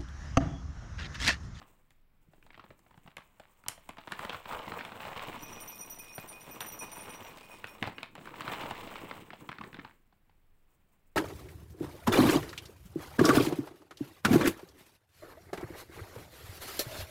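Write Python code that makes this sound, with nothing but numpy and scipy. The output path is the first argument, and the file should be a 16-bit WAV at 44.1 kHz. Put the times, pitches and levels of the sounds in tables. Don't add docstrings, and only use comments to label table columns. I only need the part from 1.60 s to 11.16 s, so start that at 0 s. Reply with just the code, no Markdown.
import sys
import numpy as np
from scipy import signal
from scipy.fft import rfft, irfft, next_fast_len
from scipy.io import wavfile
from scipy.ndimage import uniform_filter1d

SR = 44100
rng = np.random.default_rng(int(sys.argv[2]) if len(sys.argv) > 2 else 0)


def log_audio(samples):
    frames = np.atleast_2d(samples).T
    limited = np.clip(frames, -1, 1)
    pcm = np.round(limited * 32767).astype(np.int16)
    wavfile.write(sys.argv[1], SR, pcm)


N = 421581

# frequency in Hz, level in dB, t60 in seconds.
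WALL_MODES = [(2480, 0, 0.21), (5533, -12, 0.25), (9137, -13, 0.25), (13406, -16, 0.3)]
# frequency in Hz, level in dB, t60 in seconds.
BASE_MODES = [
    [(5790, -3, .13), (5828, 0, .15), (5870, -4, .11)],
    [(9195, -5, .12), (9245, 0, .14), (9280, -3, .12), (11476, -10, .13)],
    [(13751, -1, .12), (13908, -1, .12), (13985, 0, .14)],
]
TICK_DB = -7


def gain_of(db):
    return 10 ** (np.asarray(db) / 20)


def evened(x):
    return x / np.sqrt(np.mean(x ** 2) + 1e-20)


def read(points, hz):
    f, value = np.transpose(points)
    return np.interp(np.log(hz + 1), np.log(f + 1), value)


def follow(rows):
    s, *columns = np.transpose(rows)
    return [np.interp(np.arange(N) / SR, s, c) for c in columns]


def add(mix, s, sound):
    part = mix[round(s * SR):][:len(sound)]
    part += sound[:len(part)]


def colour(x, points):
    size = next_fast_len(len(x))
    gain = gain_of(read(points, np.fft.rfftfreq(size, 1 / SR)))
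    return evened(irfft(rfft(x, size) * gain, size)[:len(x)])


def band(x, lo_hz, hi_hz, order=1):
    b, a = signal.butter(order, [lo_hz, min(hi_hz, SR / 3)], "bandpass", fs=SR)
    y = signal.lfilter(b, a, x)
    return y / abs(y).max()


def slow_drift(width):
    return evened(uniform_filter1d(uniform_filter1d(rng.standard_normal(N), width), width))


def grains(per_s, spread_db, length_s, clumps_db, count=12):
    size = gain_of(spread_db * np.minimum(rng.exponential(1, N), 4) + clumps_db)
    size *= rng.random(N) < per_s / SR
    kind, t = rng.integers(0, count, N), np.arange(900) / SR
    decay_s = length_s * np.geomspace(.4, 2.2, count)[:, None]
    shapes = rng.standard_normal((count, len(t))) * np.exp(-t / decay_s)
    out = sum(signal.oaconvolve(size * (kind == k), shapes[k])[:N] for k in range(count))
    return out / np.sqrt(uniform_filter1d(out ** 2, SR // 3) + 1e-12)


def rustle():
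    # time in seconds, rustle in dB, weight of shifting kibble in dB.
    handling = [(0.0, -62, -62.5), (0.48, -100.5, -111), (0.72, -77.5, -71.5), (0.96, -76, -71),
                (1.89, -72, -82.5), (2.37, -68, -74), (2.61, -47, -61), (2.75, -46.5, -73),
                (2.83, -54.5, -71.5), (2.93, -40.5, -55), (3.3, -51, -57.5), (3.6, -41.5, -58.5),
                (3.78, -46.5, -51.5), (4.37, -57, -64.5), (4.82, -52.5, -57.5), (5.51, -47.5, -55),
                (6.04, -57, -65), (6.3, -54, -53), (6.51, -76.5, -65), (6.65, -55, -55), (6.79, -48.5, -56),
                (6.92, -39, -50), (7.24, -46.5, -52.5), (7.45, -48.5, -52), (7.8, -60.5, -59),
                (8.14, -65, -55.5), (8.31, -72, -67), (8.49, -93, -93), (9.0, -89.5, -87),
                (9.1, -81.5, -94), (9.25, -82, -83), (9.45, -83.5, -89)]
    # frequency in Hz, relative level in dB per Hz.
    film_colour = [(150, -14.5), (349, -16), (480, -3), (920, -0.5), (1010, 2), (1410, -6), (2000, -5.5),
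                   (2890, -6.5), (4600, -21.5), (6000, -31), (7800, -43.5), (13200, -120)]
    # frequency in Hz, relative level in dB per Hz.
    weight_colour = [(18, -51), (30, -24), (55, -22), (95, -4.5), (290, -2.5), (480, -6.5), (800, -59.5)]
    # frequency in Hz, relative level in dB per Hz.
    crisp_colour = [(2940, -41.5), (5000, -21), (8170, -4), (9600, -13.5), (12900, -15.5), (15200, -7),
                    (16000, -4)]
    level_db, weight_db = follow(handling)
    jerks = slow_drift(900)
    film = colour(grains(800, 2.4, 0.0028, 2 * jerks), film_colour)
    tilt = gain_of(slow_drift(1500))
    sharp = colour(grains(1100, 3.8, .0007, 2 * jerks), film_colour)
    split = signal.butter(2, 1800, fs=SR, output="sos")
    low = signal.sosfiltfilt(split, film)
    high = sharp - signal.sosfiltfilt(split, sharp)
    film = low / tilt + high * tilt
    weight = colour(grains(300, 2.8, 0.0092, 2.3 * jerks), weight_colour)
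    crisp = colour(grains(3500, 3, 0.00013, 3.0 * jerks), crisp_colour)
    crisp_db = -58 + 0.59 * (level_db + 47)
    return gain_of(level_db) * film + gain_of(weight_db) * weight + gain_of(crisp_db) * crisp


def hush():
    # frequency in Hz, relative level in dB.
    hush_colour = [(8.8, -29), (16, 11), (30, -12), (65, -14.5), (190, -20.5), (442, -31), (2400, -36.5),
                   (5280, -48.5), (8180, -62), (9740, -50), (16000, -43.5)]
    return gain_of(-64) * colour(rng.standard_normal(N), hush_colour)


def snap_body(hz, push_noise, burst_noise):
    rise_s, base_s, cycles = .0008, .001, 1.8
    click_gain, panel_span = 0.31, 1.3
    sheet_db = 4.5
    after_db, after_s = -25.5, 0.039
    push_db, push_ref_hz, push_s = -11, 800, 0.0036
    t = np.arange(len(burst_noise)) / SR
    rising = burst_noise * (1 - np.exp(-t / rise_s))
    click = click_gain * t * hz * np.exp(-(2 * t * hz) ** 2)
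    burst = rising * np.exp(-t / (base_s + cycles / hz)) + click
    flutter_db = 8.8 * evened(uniform_filter1d(push_noise, 60))
    crackle = rising * gain_of(after_db + flutter_db) * np.exp(-t / after_s)
    panel = band(burst, hz / panel_span, hz * panel_span, order=2)
    body = panel + gain_of(sheet_db) * band(burst + crackle, 640, 2100)
    push = band(push_noise * t * np.exp(-t / push_s), 75, 300, order=2)
    body = body / abs(body).max() + gain_of(push_db) * push_ref_hz / hz * push
    return signal.sosfilt(signal.butter(4, 4000, fs=SR, output="sos"), body)


def snap_edge(edge_noise, fizz_noise):
    t = np.arange(len(edge_noise)) / SR
    edge = band(7 * (t == 0) + edge_noise * np.exp(-t / 0.0018), 4300, 12000, order=2)
    fizz = band(fizz_noise * np.exp(-t / 0.007), 7000, 7600)
    return edge + gain_of(-19) * fizz


def snaps():
    # start in seconds, level in dB, pitch of the buckling panel in Hz, bright edge in dB re the body.
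    snap_rows = [(0.016, -40.5, 980, -36), (0.306, -52.5, 2200, 0), (0.734, -49, 710, -30),
                 (0.826, -46, 2000, -15), (0.864, -47.5, 900, -8), (0.904, -41.5, 2040, -34),
                 (0.944, -42, 1800, -42), (0.976, -40, 810, -37), (0.995, -37.5, 1090, -30),
                 (1.039, -43, 790, -38), (1.104, -42.5, 525, -40), (1.192, -58.5, 960, 9.5),
                 (1.263, -52.5, 640, -25), (1.309, -48.5, 1000, -29), (1.342, -49.5, 826, -52),
                 (1.376, -47.5, 970, -9), (1.46, -49.5, 870, -34), (1.475, -37.5, 865, -46),
                 (1.568, -30.5, 2200, -5.5), (1.581, -39, 990, -9), (1.798, -39.5, 800, -6),
                 (2.038, -45, 1277, -11), (2.062, -36, 913, -23), (2.084, -24, 2660, 12),
                 (2.177, -45.5, 665, -25), (2.291, -29, 900, -5.5), (2.37, -41.5, 1130, -14),
                 (2.383, -35, 800, -22), (2.473, -30, 780, -17), (2.51, -35, 1120, -31),
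                 (2.52, -23, 1210, -8.5), (2.592, -27, 1230, -10.5), (2.649, -25.5, 1060, -14),
                 (2.695, -23.5, 2770, -17), (2.729, -31, 1050, -23), (2.744, -29.5, 1160, -30),
                 (2.856, -34, 920, -24), (2.911, -32, 1070, -24), (2.924, -28, 1180, -33),
                 (3.078, -28.5, 874, -48), (3.119, -26.5, 1010, -30), (3.19, -25.5, 2020, -30),
                 (3.209, -26.5, 1710, -44), (3.25, -28.5, 2400, -12), (3.319, -31.5, 1000, -31),
                 (3.403, -32, 2270, -39), (3.451, -31.5, 880, -30), (3.561, -30.5, 990, -34),
                 (3.594, -28, 2540, -27), (4.374, -43.5, 830, -40), (4.58, -29.5, 710, -29),
                 (5.006, -22, 3100, -7), (6.042, -24, 1930, -21), (6.226, -18, 1900, -19.5),
                 (6.273, -26, 794, -16.5), (6.382, -28.5, 2060, -33), (6.43, -25.5, 2500, -13),
                 (6.553, -35, 1050, -7), (6.579, -37.5, 600, -24), (6.611, -44, 800, -26),
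                 (6.656, -37, 1500, -7), (6.672, -32.5, 1280, -25), (6.74, -34, 1170, -26),
                 (6.807, -24.5, 1500, -10.5), (6.878, -22, 1270, -22), (6.917, -29.5, 890, -10),
                 (7.002, -34, 1130, -23), (7.02, -45, 1900, -33), (7.033, -25, 1020, -23),
                 (7.109, -24.5, 930, -11.5), (7.273, -33, 627, -15), (7.356, -28, 1230, -18),
                 (7.511, -27, 1500, -35), (7.704, -32.5, 1350, -26), (7.732, -35, 730, -42),
                 (7.89, -26, 890, -25), (7.916, -31.5, 1730, -19), (7.984, -34, 1370, -30),
                 (8.011, -29, 1040, -22), (8.037, -33.5, 1650, -43), (8.129, -36, 1630, -38),
                 (8.143, -33.5, 1570, -19), (8.194, -32.5, 1600, -44), (8.247, -35, 970, -36),
                 (8.31, -47, 1550, -26), (8.525, -55, 867, -26), (8.695, -55.5, 785, -33)]
    out = np.zeros(N)
    noise = rng.standard_normal((len(snap_rows), 4, 2600))
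    for (s, db, hz, edge_db), (burst, edge, push, fizz) in zip(snap_rows, noise):
        sound = snap_body(hz, push, burst) + gain_of(edge_db) * snap_edge(edge, fizz)
        add(out, s, gain_of(db) * sound)
    return out


def thumps():
    # start in seconds, level in dB, pitch in Hz.
    slumps = [(0.685, -53, 157), (1.096, -55, 121), (1.376, -49, 144), (1.455, -50, 167), (2.505, -53, 270),
              (3.073, -41, 257), (6.223, -28, 212), (6.268, -37.5, 122), (6.846, -40, 298),
              (6.927, -35, 286), (7.436, -36, 317), (7.807, -51, 155), (8.005, -39, 220), (8.188, -35, 263)]
    out, t = np.zeros(N), np.arange(2600) / SR
    for s, db, hz in slumps:
        envelope = 2 * np.e * t * hz * np.exp(-2 * t * hz)
        add(out, s, gain_of(db) * envelope * np.sin(2 * np.pi * hz * t))
    return out


def ticks(count, lo_hz=4900, hi_hz=11000):
    t, decay_s = np.arange(600) / SR, .0006
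    envelope = t / decay_s * np.exp(-t / decay_s)
    return [band(x * envelope, lo_hz, hi_hz) for x in rng.standard_normal((count, len(t)))]


def ring(modes, luck):
    share_db, load_shift = 4.5, .003
    swell, bounce_s = .85, .007
    t = np.arange(round(.3 * SR)) / SR
    hz, db, t60 = np.transpose(modes)[:, :, None]
    share = gain_of(db + share_db * luck[:len(modes), None]) * np.sign(luck[-len(modes):, None])
    share /= np.linalg.norm(share)
    off = 1 + load_shift * luck[4:4 + len(modes), None]
    tones = share * gain_of(-60 * t / t60) * np.sin(2 * np.pi * hz * off * t)
    return tones.sum(0) * (1 - swell * np.exp(-t / bounce_s))


def stream():
    start_s, end_s, per_s, level_db = 3.79, 6.1, 130, -60
    cover_s, cover_db = (5.67, 5.75), -45
    tick_db = 4
    out, now = np.zeros(N), np.arange(N) / SR
    hits = rng.random(N) < per_s / SR
    small = hits * gain_of(3.86 * np.minimum(rng.exponential(1, N), 4))
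    small *= (now > start_s) * (now < end_s) * gain_of(level_db)
    bare = gain_of(cover_db * np.interp(now, cover_s, (0, 1)))
    spot, luck = rng.integers(0, 12, N), rng.standard_normal((12, 12))
    families = BASE_MODES + [WALL_MODES]
    for k, tick in enumerate(ticks(count=12, lo_hz=1800, hi_hz=6000)):
        here = small * (spot == k)
        out += signal.oaconvolve(here * bare, ring(families[k % len(families)], luck[k]))[:N]
        out += signal.oaconvolve(here, gain_of(tick_db) * tick)[:N]
    return out


def glances():
    # start in seconds, ring in dB.
    glance_rows = [(3.823, -46), (4.084, -52), (4.128, -45.5), (4.405, -48.5), (4.907, -49.5),
                   (5.206, -37.5), (5.491, -48), (5.539, -46), (5.669, -49), (5.829, -49.5), (5.906, -45),
                   (6.0757, -46.5), (6.346, -56)]
    out = np.zeros(N)
    luck = rng.standard_normal((len(glance_rows), 12))
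    for (s, db), chance, tick in zip(glance_rows, luck, ticks(len(glance_rows))):
        add(out, s, gain_of(db) * ring(WALL_MODES, chance / 3))
        add(out, s, gain_of(db + TICK_DB) * tick)
    return out


def drops():
    # start in seconds, low, middle and high ring in dB.
    drop_rows = [(3.8232, -42, -52, -40), (3.9234, -41.5, -51, -50), (4.0034, -46, -44, -51),
                 (4.0154, -48, -40, -58), (4.0761, -41, -60, -39), (4.0886, -49, -39.5, -43),
                 (4.1464, -56, -58, -44), (4.1814, -43, -47, -47), (4.2074, -37, -38, -44),
                 (4.2592, -63, -50, -49), (4.2991, -40.5, -46, -36), (4.3146, -42, -59, -50),
                 (4.3869, -43, -41, -42), (4.4019, -48, -48, -52), (4.5254, -44, -52, -55),
                 (4.5484, -46, -41.5, -39), (4.6763, -48, -39, -46), (4.8015, -50, -47, -67),
                 (4.9107, -46, -51.5, -40), (5.0045, -38.5, -38, -37), (5.0614, -43, -45, -40),
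                 (5.0823, -41, -41, -49), (5.1208, -41, -57, -38), (5.1901, -36, -38, -45),
                 (5.2184, -42, -39.5, -54), (5.3164, -43.5, -39, -45), (5.3584, -47, -42.5, -46),
                 (5.3996, -59, -40.5, -59), (5.4929, -48, -41, -51), (5.5378, -43.5, -56, -56)]
    out = np.zeros(N)
    luck = rng.standard_normal((len(drop_rows), 3, 12))
    for (s, *levels_db), chances, tick in zip(drop_rows, luck, ticks(len(drop_rows))):
        for db, family, chance in zip(levels_db, BASE_MODES, chances):
            add(out, s, gain_of(db) * ring(family, chance))
        add(out, s, gain_of(max(levels_db) + TICK_DB) * tick)
    return out


def room(x):
    # frequency in Hz, t60 in seconds.
    decay = [(300, 0.26), (2000, 0.35), (6000, 0.25), (14000, 0.22)]
    taps = np.zeros(SR // 2)
    at = np.arange(400, SR // 2 - 20, 20)
    taps[at + rng.integers(0, 20, len(at))] = rng.choice([-1., 1.], len(at))
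    hz, t, z = signal.stft(taps, SR, nperseg=256)
    fade = gain_of(-60 * t / read(decay, hz)[:, None])
    tail = signal.istft(z * fade, SR, nperseg=256)[1]
    return signal.oaconvolve(x, tail / np.linalg.norm(tail))[:N]


def scene():
    near = rustle() + snaps() + thumps() + stream() + glances() + drops()
    phase = 2 * np.pi * np.arange(N) / SR
    tail = room(near * np.sin(phase)) + room(near * np.cos(phase))
    return (near + gain_of(-13.0) * tail + hush())[None]


def record(dry):
    low_pass = signal.firwin(511, 15850, window=("kaiser", 9), fs=SR)
    return signal.oaconvolve(dry, low_pass[None], "same")


dry = scene()
out = record(dry)
log_audio(out)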